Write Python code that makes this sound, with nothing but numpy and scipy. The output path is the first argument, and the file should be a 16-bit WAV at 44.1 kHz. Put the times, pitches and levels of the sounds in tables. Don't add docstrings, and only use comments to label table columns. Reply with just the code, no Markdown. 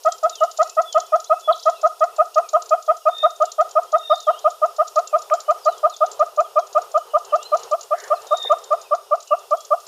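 import sys
import numpy as np
from scipy import signal
from scipy.fft import rfft, irfft, next_fast_len
from scipy.io import wavfile

SR = 44100
rng = np.random.default_rng(int(sys.argv[2]) if len(sys.argv) > 2 else 0)


def file_out(sig):
    cols = np.atleast_2d(sig).T
    lim = np.clip(cols, -1, 1)
    pcm = np.round(lim * 32767).astype(np.int16)
    wavfile.write(sys.argv[1], SR, pcm)


N = 435266

# frequency in Hz, relative density in dB per Hz.
HUSH_SPECTRUM = [(60, -16), (135, -7.5), (300, -18.5), (400, 1.5), (520, -0.5), (900, -3.5), (1350, -6.5),
                 (1600, -17.5), (2250, -22), (2800, -13.5), (6900, -15.5), (8000, -17.5), (12000, -16.5),
                 (15500, -23.5)]
# time in seconds, gain of the low part in dB, gain of the hiss in dB.
HUSH_SWELLS = [(0, -3, 1), (1.5, -3.5, -0.5), (2.3, -0.5, -1), (3.5, -2.5, -1.5), (4.6, -4, 0.5),
               (5.8, 2.5, -1), (7.1, -0.5, -2), (8.1, 5, 1), (9, -1.5, -4), (9.87, -3.5, 1)]
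# centre in Hz, full width at half amplitude in Hz, level before wavering in dB.
INSECT_BANDS = [(5020, 160, -65), (5540, 260, -63.5), (6570, 200, -66), (9000, 540, -67.5)]
# start in seconds, level before the common chip gain in dB.
NEAR_CHIPS = [(0.0343, -32), (0.1203, -19), (0.232, -29.5), (0.2947, -21.5), (0.3538, -24.5), (0.434, -29),
              (0.5118, -28), (0.5734, -24), (0.6284, -21.5), (0.6944, -26), (0.9252, -21), (1.0003, -21.5),
              (1.2, -27.5), (1.696, -29), (2.3442, -28), (2.4886, -25), (2.6204, -26), (2.6917, -27.5),
              (3.453, -26), (3.517, -23), (4.2018, -27.5), (4.878, -27.5), (4.9574, -24), (5.0726, -25.5),
              (5.218, -29.5), (5.3366, -25.5), (5.4022, -25), (5.6577, -28.5), (5.9634, -28), (6.114, -27),
              (7.569, -28), (7.6317, -27), (7.7119, -28), (7.8087, -26.5), (8.0002, -28), (8.3695, -27),
              (8.4257, -31), (9.6048, -31.5)]
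# time of the crest in seconds, level in dB.
CLUCK_CRESTS = [(0.0734, -12), (.253, -13), (0.431, -12), (0.6115, -11.5), (0.7923, -12), (0.9699, -11.5),
                (1.1458, -11.5), (1.321, -11.5), (1.5001, -11), (1.68, -11), (1.855, -11.5),
                (2.0306, -11.5), (2.2074, -11.5), (2.3819, -11.5), (2.556, -11.5), (2.732, -11.5),
                (2.903, -12), (3.0787, -11.5), (3.253, -10.5), (3.4252, -12.5), (3.6061, -12.1),
                (3.7773, -11.7), (3.951, -12), (4.1214, -11), (4.2924, -12), (4.4669, -12), (4.6405, -13),
                (4.808, -13), (4.982, -13), (5.1519, -13), (5.331, -13), (5.5042, -13), (5.6795, -12),
                (5.8544, -12), (6.03, -12.3), (6.2173, -12), (6.3981, -12.5), (6.5808, -12),
                (6.7726, -12.6), (6.9649, -13), (7.1589, -13), (7.346, -13), (7.5418, -13), (7.7351, -15),
                (7.9308, -14.5), (8.1252, -13.5), (8.3313, -14), (8.52, -11.5), (8.729, -14),
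                (8.933, -14.5), (9.133, -14), (9.3303, -13.5), (9.5319, -14), (9.729, -13)]
# time in seconds, level over the first partial before envelopes in dB.
SECOND_PARTIAL = [(0, 0.65), (2.2, 1.6), (3.2, 1.4), (5.4, 2.3), (6.3, 2), (7.3, 2.5), (7.9, .4), (8.4, 3),
                  (9.8, 2.5)]
# multiple of the note, level relative to the first partial in dB
WEAK_OVERTONES = [(3, -29.5, -39), (4, -37, -35.5), (5, -40.5, -39.5)]
# mean delay in seconds,
# level before the bird turns in dB, low cut in Hz.
REFLECTIONS = [(.018, -16.5, 600), (.053, -17.5, 973), (.077, -22.5, 1320), (.112, -33, 950)]
# start in seconds, length in seconds, start pitch in Hz,
# middle pitch in Hz, end pitch in Hz, level before flutter in dB.
NEAR_WHISTLES = [(.307, .12, 4100, 3280, 2760, -43.5), (0.827, 0.14, 3400, 3390, 2630, -44),
                 (1.249, .037, 3250, 3640, 4580, -51), (1.409, 0.11, 3450, 3406, 2820, -47.5),
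                 (1.522, .013, 4730, 3630, 3100, -35), (1.553, .015, 7700, 6060, 3770, -45),
                 (1.589, 0.015, 3700, 4820, 7540, -38.5), (1.625, .014, 3500, 5000, 7440, -38.5),
                 (1.745, .04, 3280, 3740, 4300, -50), (4.043, 0.31, 6330, 4000, 2730, -51.5),
                 (4.281, .16, 2770, 2990, 4450, -48), (5.548, 0.27, 6400, 4200, 3100, -51),
                 (5.893, 0.071, 4700, 3760, 3160, -49.5), (6.93, 0.132, 3080, 3000, 3030, -54.5),
                 (7.238, 0.26, 2840, 2690, 3220, -54.5), (7.397, 0.11, 3200, 3970, 4200, -51),
                 (8.135, 0.065, 4700, 4100, 3120, -55), (9.252, .1, 3100, 2880, 2570, -52.5)]
# end in seconds, swell length in seconds, mean pitch in Hz, final level in dB.
TRILL_SWELLS = [(3.256, 0.17, 3654, -23.5), (4.158, 0.21, 3675, -26), (8.494, 0.23, 3668, -22)]
# start in seconds, length in seconds, centre in Hz,
# width between the -3 dB points in octaves, level before unevenness in dB.
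LEAF_SCUFFLES = [(5.298, 0.0064, 1470, 1.1, -34.5), (5.699, 0.026, 500, .4, -56),
                 (7.907, 0.22, 1720, 0.37, -46), (8.018, 0.032, 430, 0.72, -42),
                 (8.446, 0.011, 630, 0.9, -32), (8.454, 0.017, 478, 0.29, -33),
                 (8.45, .05, 1820, 0.43, -47.5)]

HUSH_DB = -48
FLOCK_DB, FAR_FLOCK_DB, FLOCK_SPREAD_DB = -32.5, -38, 1.55
NOTE_HZ = (629.7, 593.6)
LEAD_S = (0.026, 0.025)
CATCH_S, CATCH_SHARE, HOLD_S, RELEASE_S = 0.0036, 0.34, 0.01, .02
DROP_SHARE, DROP_S, CREEP_HZ_PER_S = 0.2004, 0.0054, 660
CRACK_HZ, LIFT_AFTER_S, LIFT_S = 710.5, 0.0095, 0.0041
CLEAN_ROUGH, CRACK_ROUGH, CRACK_AFTER_S, CRACK_RISE_S = 0.022, 0.36, 0.0042, .015
SECOND_LAG_S, SECOND_FADE_S, SECOND_SHARE = 0.0017, 0.009, 0.031
RASP_HZ, RASP_OCTAVES, RASP_DB = 1340, 0.76, -25


def undb(db):
    return 10 ** (np.asarray(db) / 20)


def add(track, start_s, sound):
    i = int(round(start_s * SR))
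    sound, i = sound[max(-i, 0):], max(i, 0)
    track[i:i + len(sound)] += sound[:max(len(track) - i, 0)]


def colour(x, db_at):
    size = next_fast_len(len(x))
    hz = np.maximum(np.arange(size // 2 + 1) * SR / size, 1)
    return irfft(rfft(x, size) * undb(db_at(hz)), size)[:len(x)]


def noise(n, db_at):
    x = colour(rng.standard_normal(n), db_at)
    return x / x.std()


def octave_band(centre_hz, octaves):
    return lambda f: -3 * (np.log2(f / centre_hz) / octaves * 2) ** 2


def walk(n, rate):
    at = np.arange(n) / SR * rate
    knots = np.arange(int(at[-1]) + 2)
    return np.interp(at, knots, rng.standard_normal(len(knots)))


def turns(hz):
    return 2 * np.pi * np.cumsum(hz) / SR


def ease(u):
    return np.sin(np.pi / 2 * np.clip(u, 0, 1)) ** 2


def foliage(x, wet_db, t60):
    t = np.arange(int(t60 * SR)) / SR
    decay = np.exp(-np.log(1000) * t / t60)
    build_up = 1 - np.exp(-t / 0.00095)
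    tail = rng.standard_normal(len(t)) * decay * build_up
    response = tail * undb(wet_db) / np.linalg.norm(tail)
    response[0] = 1
    return signal.fftconvolve(x, response)


def hush(low_walk_db=3.5, hiss_walk_db=0.5):
    hz, db = np.transpose(HUSH_SPECTRUM)
    air = noise(N, lambda f: np.interp(np.log(f), np.log(hz), db))
    low = colour(air, lambda f: -10 * np.log10(1 + (f / 2000) ** 4))
    hiss = air - low
    s, *columns = np.transpose(HUSH_SWELLS)
    low_db, hiss_db = (np.interp(np.arange(N) / SR, s, column) for column in columns)
    low = low * undb(low_db + low_walk_db * walk(N, 12))
    hiss = hiss * undb(hiss_db + hiss_walk_db * walk(N, 5.1))
    return undb(HUSH_DB) * (low + hiss)


def insects():
    out = np.zeros(N)
    for hz, width, db in INSECT_BANDS:
        band = noise(N, lambda f: -20 * np.log10(1 + (2 * (f - hz) / width) ** 2))
        waver_db = 2 * walk(N, 1) + 2 * walk(N, 32)
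        out += band * undb(db + waver_db)
    return out


def chip(length_s=.0068, foot_hz=3300, top_hz=7200):
    stretch, lift = rng.standard_normal(2)
    n = int(length_s * SR * (1 + 0.049 * stretch))
    arch = np.abs(np.sin(np.pi * np.linspace(0, 1, n)))
    peak_hz = top_hz * (1 + 0.028 * lift)
    return arch ** .5 * np.sin(turns(foot_hz + (peak_hz - foot_hz) * arch ** 1.447))


def flock(db, count):
    when = (np.arange(count) + rng.uniform(0, 1, count)) / count * N / SR
    return list(zip(when, db + FLOCK_SPREAD_DB * rng.standard_normal(count)))


def chips(direct_db=-5, near_db=-23):
    out = np.zeros(N)
    for s, db in list(NEAR_CHIPS) + flock(FLOCK_DB, count=64) + flock(FAR_FLOCK_DB, count=56):
        wet_db = min(-6.5 + 0.59 * (near_db - db), -2)
        add(out, s, undb(db + direct_db) * foliage(chip(), wet_db, t60=0.028))
    return foliage(out, wet_db=-11, t60=0.18)[:N]


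def scoop(t, lead, note_hz):
    drop = DROP_SHARE * np.exp(-((t + lead) / DROP_S) ** 2)
    lift = 1 / (1 + np.exp((LIFT_AFTER_S - t) / LIFT_S))
    return note_hz * (1 + drop) + CREEP_HZ_PER_S * t + (CRACK_HZ - note_hz) * lift


def strengths(t, lead):
    release = 1 - ease((t - HOLD_S) / RELEASE_S)
    swell = CATCH_SHARE + (1 - CATCH_SHARE) * ease(1 + t / lead)
    low = ease((t + lead) / CATCH_S) * swell
    fade = SECOND_SHARE + (1 - SECOND_SHARE) * np.exp(-(np.maximum(t, 0) / SECOND_FADE_S) ** 2)
    high = ease(1 + t / (lead - SECOND_LAG_S)) ** 0.74 * fade
    return low * release, high * release


def cluck(t, tired, second_db, note_scatter=0.0036, overtone_scatter_db=2.0, overtone_blur=0.4):
    n = len(t)
    lead = np.interp(tired, (0, 1), LEAD_S)
    note_hz = np.interp(tired, (0, 1), NOTE_HZ) * (1 + note_scatter * rng.standard_normal())
    low, high = strengths(t, lead)
    rough = CLEAN_ROUGH + CRACK_ROUGH * ease((t - CRACK_AFTER_S) / CRACK_RISE_S)
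    phase = turns(scoop(t, lead, note_hz) * (1 + 0.087 * rough * walk(n, 596)))
    second = undb(second_db) * high * np.cos(2 * phase) * (1 + 0.26 * rough * walk(n, 401))
    voice = low * np.cos(phase) - second
    for k, *levels in WEAK_OVERTONES:
        db = np.interp(tired, (0, 1), levels)
        flicker_db = overtone_scatter_db * rng.standard_normal() + 3.7 * walk(n, 123)
        overtone = np.cos(round(k) * phase + overtone_blur * walk(n, 199))
        voice += low * high ** 0.68 * undb(db + flicker_db) * overtone
    between = 0.54 * walk(n, 204) * np.cos(phase + phase / 2)
    rasp = undb(RASP_DB) * noise(n, octave_band(RASP_HZ, RASP_OCTAVES))
    return voice + low * rough * (between + rasp)


def hornbill(turned_db=-4.0, echo_scatter_s=0.00101):
    out = np.zeros(N)
    t = np.arange(-.03, .04, 1 / SR)
    for s, db in CLUCK_CRESTS:
        tired = s / CLUCK_CRESTS[-1][0]
        second_db = np.interp(s, *np.transpose(SECOND_PARTIAL))
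        call = undb(db) * cluck(t, tired, second_db)
        add(out, s + t[0], foliage(call, wet_db=-21.5, t60=0.25))
        for delay, echo_db, cut_hz in REFLECTIONS:
            low_cut = signal.butter(2, cut_hz, "high", fs=SR, output="sos")
            echo = undb(echo_db + turned_db * tired) * signal.sosfilt(low_cut, call)
            add(out, s + t[0] + delay + echo_scatter_s * rng.standard_normal(), echo)
    return out


def slur(length, pitches, flutter_db=3):
    u = np.linspace(0, 1, int(length * SR))
    hz = np.polyval(np.polyfit([0, .5, 1], pitches, 2), u) * (1 + 0.011 * walk(len(u), 162))
    return undb(flutter_db * walk(len(u), 73)) * np.sin(np.pi * u) * np.sin(turns(hz))


def whistles(count=84, far_db=-59, far_hz=2950, range_octaves=0.45):
    out = np.zeros(N)
    notes = [(s, undb(db) * slur(length, pitches)) for s, length, *pitches, db in NEAR_WHISTLES]
    for i, (when, length, high, bend, fall, loud) in enumerate(rng.uniform(0, 1, (count, 6))):
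        contour = .3 * np.array([fall - .3, (bend - .5) / 2, .3 - fall])
        pitches = far_hz * 2 ** (range_octaves * (high - .5) + contour)
        strength = undb(far_db) * (.5 + loud / 2)
        notes.append(((i + when) / count * N / SR, strength * slur(.04 + .1 * length, pitches)))
    for s, note in notes:
        add(out, s, foliage(note, wet_db=4, t60=0.026))
    return foliage(out, wet_db=-6, t60=1.0)[:N]


def trills(pulse_hz=52, rise_db=27, droop=0.0092, lower_octave_db=-25):
    out = np.zeros(N)
    for end, length, hz, db in TRILL_SWELLS:
        n = int(length * SR)
        cycle = (np.cumsum(pulse_hz * (1 + 0.099 * walk(n, 22.8))) / SR) % 1
        phase = turns(hz * (1 + droop * (.5 - cycle) + 0.0078 * walk(n, 57.9)))
        swell = undb(db - rise_db * np.linspace(1, 0, n) ** 2) * signal.windows.tukey(n, .1)
        tone = np.sin(phase) + undb(lower_octave_db) * np.sin(phase / 2)
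        call = swell * np.sin(np.pi * cycle) * tone
        near_scatter = foliage(call, wet_db=-7, t60=.3)
        add(out, end - length, foliage(near_scatter, wet_db=-18, t60=2.0))
    return out


def scuffles():
    out = np.zeros(N)
    for s, length, hz, octaves, db in LEAF_SCUFFLES:
        n = int(length * SR)
        burst = noise(n, octave_band(hz, octaves))
        add(out, s, burst * undb(db + 1.6 * walk(n, 146)) * signal.windows.tukey(n, .6))
    return foliage(out, wet_db=-7, t60=1.0)[:N]


def scene():
    return (hush() + insects() + chips() + hornbill() + whistles() + trills() + scuffles())[None]


def record(dry):
    low_cut = signal.butter(10, 355, "high", fs=SR, output="sos")
    top_cut = signal.ellip(10, .1, 80, 15400, fs=SR, output="sos")
    balanced = signal.sosfiltfilt(low_cut, dry) + undb(-16.0) * dry
    return signal.sosfilt(top_cut, balanced)


dry = scene()
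out = record(dry)
file_out(out)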